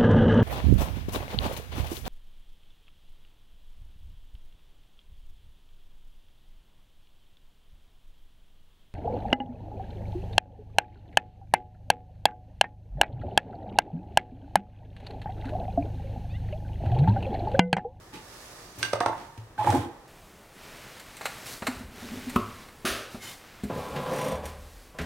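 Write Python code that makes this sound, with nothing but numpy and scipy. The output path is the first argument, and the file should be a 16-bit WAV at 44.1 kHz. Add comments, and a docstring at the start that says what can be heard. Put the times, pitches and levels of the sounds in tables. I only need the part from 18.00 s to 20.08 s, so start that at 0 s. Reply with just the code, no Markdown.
"""A sleeve swishes as a hand reaches over an air hockey table in a bare room. The lifted mallet tips
a puck off, which clacks and bounces to rest, each impact exciting the damped modes of puck and top.
The mallet is set down with a soft thump and pushed over the dusty top: its cup squeals by stick-slip,
grit crunches under the rim and the friction drives the table's resonances into a rumble."""
import sys
import numpy as np
from scipy import signal
from scipy.fft import rfft, irfft
from scipy.io import wavfile
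from scipy.ndimage import uniform_filter1d

SR = 44100
rng = np.random.default_rng(int(sys.argv[2]) if len(sys.argv) > 2 else 0)


def dump_mix(stems):
    """Bounce the given channels to the path in sys.argv[1] as a 16-bit WAV at rate SR."""
    frames = np.atleast_2d(stems).T  # one column per channel
    limited = np.clip(frames, -1, 1)  # hard clip at full scale
    pcm = np.round(limited * 32767).astype(np.int16)
    wavfile.write(sys.argv[1], SR, pcm)


N = 91595

# spectrum of a hard contact, for puck and crumbs (f/Hz, level/dB)
CRACK_SPECTRUM = [(200, -47), (1000, 5.5), (1800, -1.5), (2800, 3), (4200, 0.5), (6500, -3), (7900, -11.5),
                  (8700, 3.5), (9600, -12.5), (16000, -33)]


def undb(db):
    """Amplitude ratio of a level in decibels."""
    return 10 ** (np.asarray(db) / 20)


def unit(x):
    """Normalisation to rms 1."""
    return x / np.sqrt(np.mean(x ** 2))


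def clock():
    """Sample times, t/s."""
    return np.arange(N) / SR


def curve(rows):
    """Amplitude envelope interpolated through (t/s, level/dB)."""
    return undb(np.interp(clock(), *np.array(rows).T))


def across(rows):
    """Interpolation of (f/Hz, value) at every bin, on a logarithmic frequency axis."""
    hz, value = np.array(rows).T
    return np.interp(np.log(np.arange(N + 1) * SR / (2 * N) + 1), np.log(hz), value)


def shape(x, gain):
    """Linear filtering: the spectrum is multiplied by a gain per bin."""
    return irfft(rfft(x, 2 * N) * gain)[..., :N]


def colour(x, rows):
    """Minimum-phase, hence causal, filter with the response (f/Hz, level/dB)."""
    cepstrum = irfft(np.log(undb(across(rows))))
    cepstrum[1:N] *= 2
    return shape(x, np.exp(rfft(cepstrum[:N], 2 * N)))


def spread(pair):
    """Interaural coherence: two signals as mid and side, alike in the bass, wide in the treble."""
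    side_level = [(40, -26), (130, -16.5), (300, -13), (700, -6), (1500, -4), (3000, 0.5), (12000, -2)]  # side relative to mid (f/Hz, level/dB)
    return pair[0] + shape(pair[1], undb(across(side_level))) * np.array([[1], [-1]])


def walk(rate):
    """Smooth random fluctuation of rms 1, with `rate` new values a second."""
    hold = max(int(SR / rate), 1)
    return unit(uniform_filter1d(rng.standard_normal(N)[np.arange(N) // hold], hold))


def grains(per_s, spread_db):
    """Shot noise: two independent streams of clicks of random size."""
    size = undb(spread_db * np.minimum(rng.exponential(size=(2, N)), 5))
    return size * rng.standard_normal((2, N)) * (rng.random((2, N)) < per_s / SR)


def ring(modes):
    """Impulse response as a sum of damped modes, alternating in sign by pairs."""
    t = clock()
    return sum((-1) ** (k // 2) * undb(db - 60 * t / t60) * np.sin(2 * np.pi * hz * t)
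               for k, (hz, db, t60) in enumerate(modes)) / 2


def taps(rows, response):
    """Superposition of one response at each (t/s, level/dB)."""
    out = np.zeros(N)
    for s, db in rows:
        start = int(s * SR)
        out[start:] += undb(db) * response[:N - start]
    return out


def burst(spectrum, decay_s):
    """Contact noise with an exponential decay."""
    return unit(colour(rng.standard_normal(N), spectrum)) * np.exp(-clock() / decay_s)


def air(level_db=-52.5):
    """Stationary noise: the quiet air of the building, strongest in the bass."""
    spectrum = [(15, -51), (25, -3.5), (130, -2.5), (195, -11), (394, -7.5), (714, -13), (1290, -12.5),
                (1400, -21), (1790, -15.5), (2160, -25), (16000, -38)]  # ambient noise (f/Hz, level/dB)
    return undb(level_db) * unit(spread(colour(rng.standard_normal((2, N)), spectrum)))


def room(x, early_db=-4.5, tail_db=-11, early_decay_s=0.027, gap_s=0.0043):
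    """Reverberation: early reflections from table and walls, then a diffuse tail decaying by band."""
    decay_times = [(100, 0.17), (350, 0.55), (900, .7), (3000, 0.63), (8000, 0.35), (16000, 0.1)]  # reverberation time (f/Hz, T60/s)
    t, tail = clock(), 0
    noise = spread(rng.standard_normal((2, N)))
    onset = np.clip(t / gap_s - 1, 0, 1)
    for k, (_, t60) in enumerate(decay_times):
        band = across([(row[0], j == k) for j, row in enumerate(decay_times)])
        tail = tail + shape(noise, band) * undb(-60 * t / t60)
    early = spread(grains(per_s=3000, spread_db=2.0)) * np.exp(-t / early_decay_s)
    response = (undb(early_db) * unit(early * onset) + undb(tail_db) * unit(tail * onset)) / np.sqrt(N)
    return shape(x.mean(axis=0), rfft(response, 2 * N))


def sleeve(rise_share=0.2):
    """Friction noise: cloth swishes and brushes against things; fingers scuff on the mallet."""
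    swish_levels = [(0, -57), (.13, -58.5), (.2, -54), (.29, -50), (.45, -48.5), (.6, -49), (.74, -53),
                    (.84, -42.5), (1.0, -61), (1.1, -58), (1.21, -57.5), (1.33, -61.5), (1.5, -69),
                    (2.08, -65.5)]  # swish of the moving arm (t/s, level/dB)
    cloth_spectrum = [(59, -65), (100, -13), (166, -10), (193, -6), (389, -2), (801, -5), (1720, -7.5),
                      (2990, -14.5), (5300, -11), (12100, -19), (16000, -25)]  # sliding cloth (f/Hz, level/dB)
    brushes = [(0.124, 0.096, -39.5), (0.772, 0.16, -43), (1.158, 0.13, -46.5), (1.373, 0.024, -47.5)]  # brief touches of cloth and hand (t/s, duration/s, level/dB)
    brush_spectrum = [(47, -22), (80, -1.5), (378, 0.5), (734, -28), (858, 0.5), (1000, -15), (2330, -12.5),
                      (2780, -15.5), (3620, -18), (16000, -34.5)]  # those touches (f/Hz, level/dB)
    scuff_spectrum = [(1000, -20), (5000, -8), (8500, 0), (13000, -3), (16000, -9)]  # fingers taking hold (f/Hz, level/dB)
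    cloth = unit(spread(colour(grains(per_s=12000, spread_db=1.0), cloth_spectrum)))
    swish = cloth * curve(swish_levels) * undb(0.39 * walk(28.6))
    scuffs = [taps([(.786, -45)], burst(scuff_spectrum, decay_s=.016)) for _ in range(2)]
    touch = sum(undb(db) * np.interp(clock(), [s, s + rise_share * length, s + length], [0, 1, 0])
                for s, length, db in brushes)
    brushing = unit(spread(colour(grains(per_s=4000, spread_db=2.5), brush_spectrum)))
    return swish + spread(np.array(scuffs)) + touch * brushing


def radiate(x, cutoff_hz=76):
    """Radiation efficiency: the table gives off little deep bass."""
    return signal.sosfilt(signal.butter(4, cutoff_hz, "high", fs=SR, output="sos"), x)


def thumps():
    """Force pulses excite the table's low modes; a longer contact has a duller spectrum."""
    table_modes = [(99, -33, 0.22), (110.8, 9, .25), (219, -27, 0.13), (280, 5, 0.2), (328, -32, .22),
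                   (403, -27, 0.17)]  # whole table (f/Hz, level/dB, T60/s)
    pushes = [(0.128, -52, 0.0011), (.775, -43.5, 0.0024), (0.802, -45, 0.0016), (.85, -39, 0.0083),
              (.932, -34, 0.0053), (1.06, -37, 0.0021), (1.375, -27, 0.011), (1.386, -43, 0.011),
              (1.579, -37, 0.0057)]  # soft pushes (t/s, level/dB, contact time/s)
    out, boom = np.zeros(N), ring(table_modes)
    for s, db, contact_s in pushes:
        force = np.hanning(int(contact_s * SR))
        out += taps([(s, db)], signal.fftconvolve(boom, force / force.sum()))
    return out


def thocks(rows, rise_s=0.0012, decay_s=0.0059, noise_db=-5.5):
    """Heavy damping: hollow knocks at (t/s, f/Hz, level/dB), pitched by the spot that is struck."""
    spectrum = [(100, -43), (300, -9.5), (520, -0.5), (750, -0.5), (1300, -2), (2000, -10.5), (4000, -36.5),
                (16000, -40)]  # noise of a knock (f/Hz, level/dB)
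    t, out = clock(), np.zeros(N)
    envelope = (1 - np.exp(-t / rise_s)) * np.exp(-t / decay_s)
    noise = undb(noise_db) * unit(colour(rng.standard_normal(N), spectrum))
    for s, hz, db in rows:
        out += taps([(s, db)], envelope * (np.sin(2 * np.pi * hz * t) + np.roll(noise, int(s * SR))))
    return out


def rubbed(modes, per_s):
    """Forced vibration: dense tiny catches drive resonances (f/Hz, bandwidth/Hz, level/dB)."""
    hz = np.arange(N + 1) * SR / (2 * N) + 1
    body = sum((-1) ** k * undb(db) / (1 + 1j * (hz / f - f / hz) * f / width)
               for k, (f, width, db) in enumerate(modes))
    return unit(spread(shape(grains(per_s, spread_db=1.5), body)))


def scrape(fizz_hz=5300, fizz_exponent=0.26):
    """Roughness excitation: grit crunches and shakes the table; the rim catches and crumbs crack."""
    slide_levels = [(1.572, -77, -93, -81), (1.582, -46, -48, -44.5), (1.63, -44, -53, -41.5),
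                    (1.68, -30.5, -31, -38.5), (1.715, -29.5, -34.5, -38.5), (1.745, -31, -26, -39.5),
                    (1.762, -29, -25, -38.5), (1.782, -26.5, -32.5, -44.5), (1.82, -39, -41.5, -44.5),
                    (1.86, -47, -36, -52.5), (1.895, -62, -47, -82), (1.93, -80, -75, -76),
                    (2.0, -104, -82, -111)]  # sliding rim (t/s, boom level/dB, hollow level/dB, grit level/dB)
    grit_spectrum = [(400, -39), (1000, 6.5), (1600, -1), (2400, -0.5), (2750, -6.5), (3300, -2.5),
                     (4500, -10.5), (7000, -9.5), (8700, -8), (11000, -11), (16000, -19)]  # grit under the rim (f/Hz, level/dB)
    boom_modes = [(94, 12, -1), (116, 19, -1)]  # lowest table resonances (f/Hz, bandwidth/Hz, level/dB)
    hollow_modes = [(200, 52, -6.5), (280, 42, 1), (342.4, 13, 5), (469, 54, -5.5), (588, 49, -12.5),
                    (690, 28, -11), (820, 42, -6.5), (1012, 80, -14), (1600, 20, -13.5)]  # rubbed table and cup (f/Hz, bandwidth/Hz, level/dB)
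    catches = [(1.579, 1550, -33), (1.644, 556, -19.5), (1.6712, 893, -15), (1.7235, 650, -20.5),
               (1.745, 280, -29), (1.757, 290, -25)]  # the rim knocks the top (t/s, f/Hz, level/dB)
    crumbs = [(.139, -48), (.361, -62), (1.437, -57.5), (1.672, -51), (1.7035, -26.5), (1.736, -50),
              (1.782, -44)]  # cracking crumbs (t/s, level/dB)
    boom, hollow, crunch = (curve(np.array(slide_levels)[:, [0, k]]) for k in (1, 2, 3))
    grit = unit(spread(colour(grains(per_s=3900, spread_db=0.5), grit_spectrum)))
    fizz = shape(grit, across([(fizz_hz / 2 ** .5, 0), (fizz_hz * 2 ** .5, 1)]))
    # the finest fizz needs a fast slide, so it follows the level of the hollow rub
    grit = grit - fizz + fizz * (hollow / hollow.max()) ** fizz_exponent
    rumble = boom * rubbed(boom_modes, per_s=1500) + hollow * rubbed(hollow_modes, per_s=2000)
    return rumble + crunch * grit + thocks(catches) + taps(crumbs, burst(CRACK_SPECTRUM, decay_s=0.0033))


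def puck(crack_s=0.0041, side_db=-1.5, clack_crack_db=-5, bounce_disc_db=-8):
    """Impact excitation: the puck strikes the mallet, then bounces, and disc and top ring freely."""
    puck_modes = [(1579, 2, 0.1), (2110, -12, 0.05), (2550, -18, 0.086), (2830, -3.5, 0.043),
                  (3287, -7.5, 0.035), (4270, -14, 0.051), (4530, -6, .02), (5920, -8, 0.035),
                  (7600, -39, .05), (8600, -7.5, 0.031), (8600, -13, 0.064)]  # the disc (f/Hz, level/dB, T60/s)
    top_modes = [(337.6, -7, 0.14), (516, 8, 0.014), (600, -20, 0.21), (687, 2, 0.062), (894, -3, 0.073),
                 (930, -5, 0.18), (1111, -9, 0.17), (1405, 1, 0.029)]  # table top under a hard knock (f/Hz, level/dB, T60/s)
    clacks = [(.8288, -16.5), (.8395, -34)]  # puck against mallet (t/s, level/dB)
    # puck against top (t/s, ring level/dB, thock f/Hz, thock level/dB, crack level/dB)
    bounces = [(0.9306, -45, 1222, -22.5, -32.5), (.933, -25.5, 544, -14, -28.5),
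               (1.004, -28, 1141, -24.5, -29), (1.008, -19, 728, -14, -58), (1.0603, -18, 866, -16.5, -30),
               (1.096, -24, 910, -30.5, -58), (1.127, -41, 912, -24, -62)]
    s, ring_db, hz, thock_db, crack_db = np.array(bounces).T
    top = taps(zip(s, ring_db), ring(top_modes)) + thocks(zip(s, hz, thock_db))
    disc = ring(puck_modes)
    mid = burst(CRACK_SPECTRUM, crack_s)
    side = undb(side_db) * burst(CRACK_SPECTRUM, crack_s)
    ears = []
    for crack in (mid + side, mid - side):
        on_mallet = taps(clacks, disc + undb(clack_crack_db) * crack)
        on_top = taps(zip(s, crack_db), crack + undb(bounce_disc_db) * disc)
        ears.append(on_mallet + on_top)
    return top + np.array(ears)


def squeal(start_hz=852, sag_hz_per_s=150, jitter=.011, slip_scatter_rad=0.48, flutter_db=1.9):
    """Stick-slip oscillation: the rim grips and lets go at the cup's pitch, which sags during the push."""
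    levels = [(1.575, -78), (1.583, -41.5), (1.594, -20.5), (1.617, -26.5), (1.630, -26.5), (1.645, -41),
              (1.669, -30.5), (1.673, -15), (1.682, -25.5), (1.700, -19), (1.708, -34), (1.74, -42),
              (1.757, -22), (1.772, -52), (1.82, -63)]  # squeal of the cup (t/s, level/dB)
    elapsed = np.maximum(clock() - levels[0][0], 0)
    hz = (start_hz - sag_hz_per_s * elapsed) * (1 + jitter * walk(350))
    phase = 2 * np.pi * np.cumsum(hz) / SR + slip_scatter_rad * walk(400)  # slips come early or late
    tone = unit(np.sin(phase) + undb(-29) * np.sin(2 * phase) + undb(-38) * np.sin(3 * phase))
    return tone * curve(levels) * undb(flutter_db * walk(300)) * (elapsed > 0)


def scene(squeal_room_db=-8):
    """Direct and reflected sound add; an interaural level difference sets them a little to the right."""
    balance = [(100, 1.5), (300, 0), (700, -2.5), (1200, -3.5), (2000, -2.5), (9000, -4.5), (14000, -1)]  # left minus right (f/Hz, level/dB)
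    direct = radiate(puck() + thumps() + scrape()) + sleeve()
    cup = squeal()
    reflected = room(direct + undb(squeal_room_db) * cup)
    ear_gains = undb(across(balance) * np.array([[1], [-1]]) / 2)
    return shape(direct + cup + reflected, ear_gains) + air()


def record(dry):
    """Band limiting: a steep low-pass removes the treble above 16050 Hz."""
    return signal.sosfilt(signal.ellip(10, .2, 80, 16050, fs=SR, output="sos"), dry)


dry = scene()
out = record(dry)
dump_mix(out)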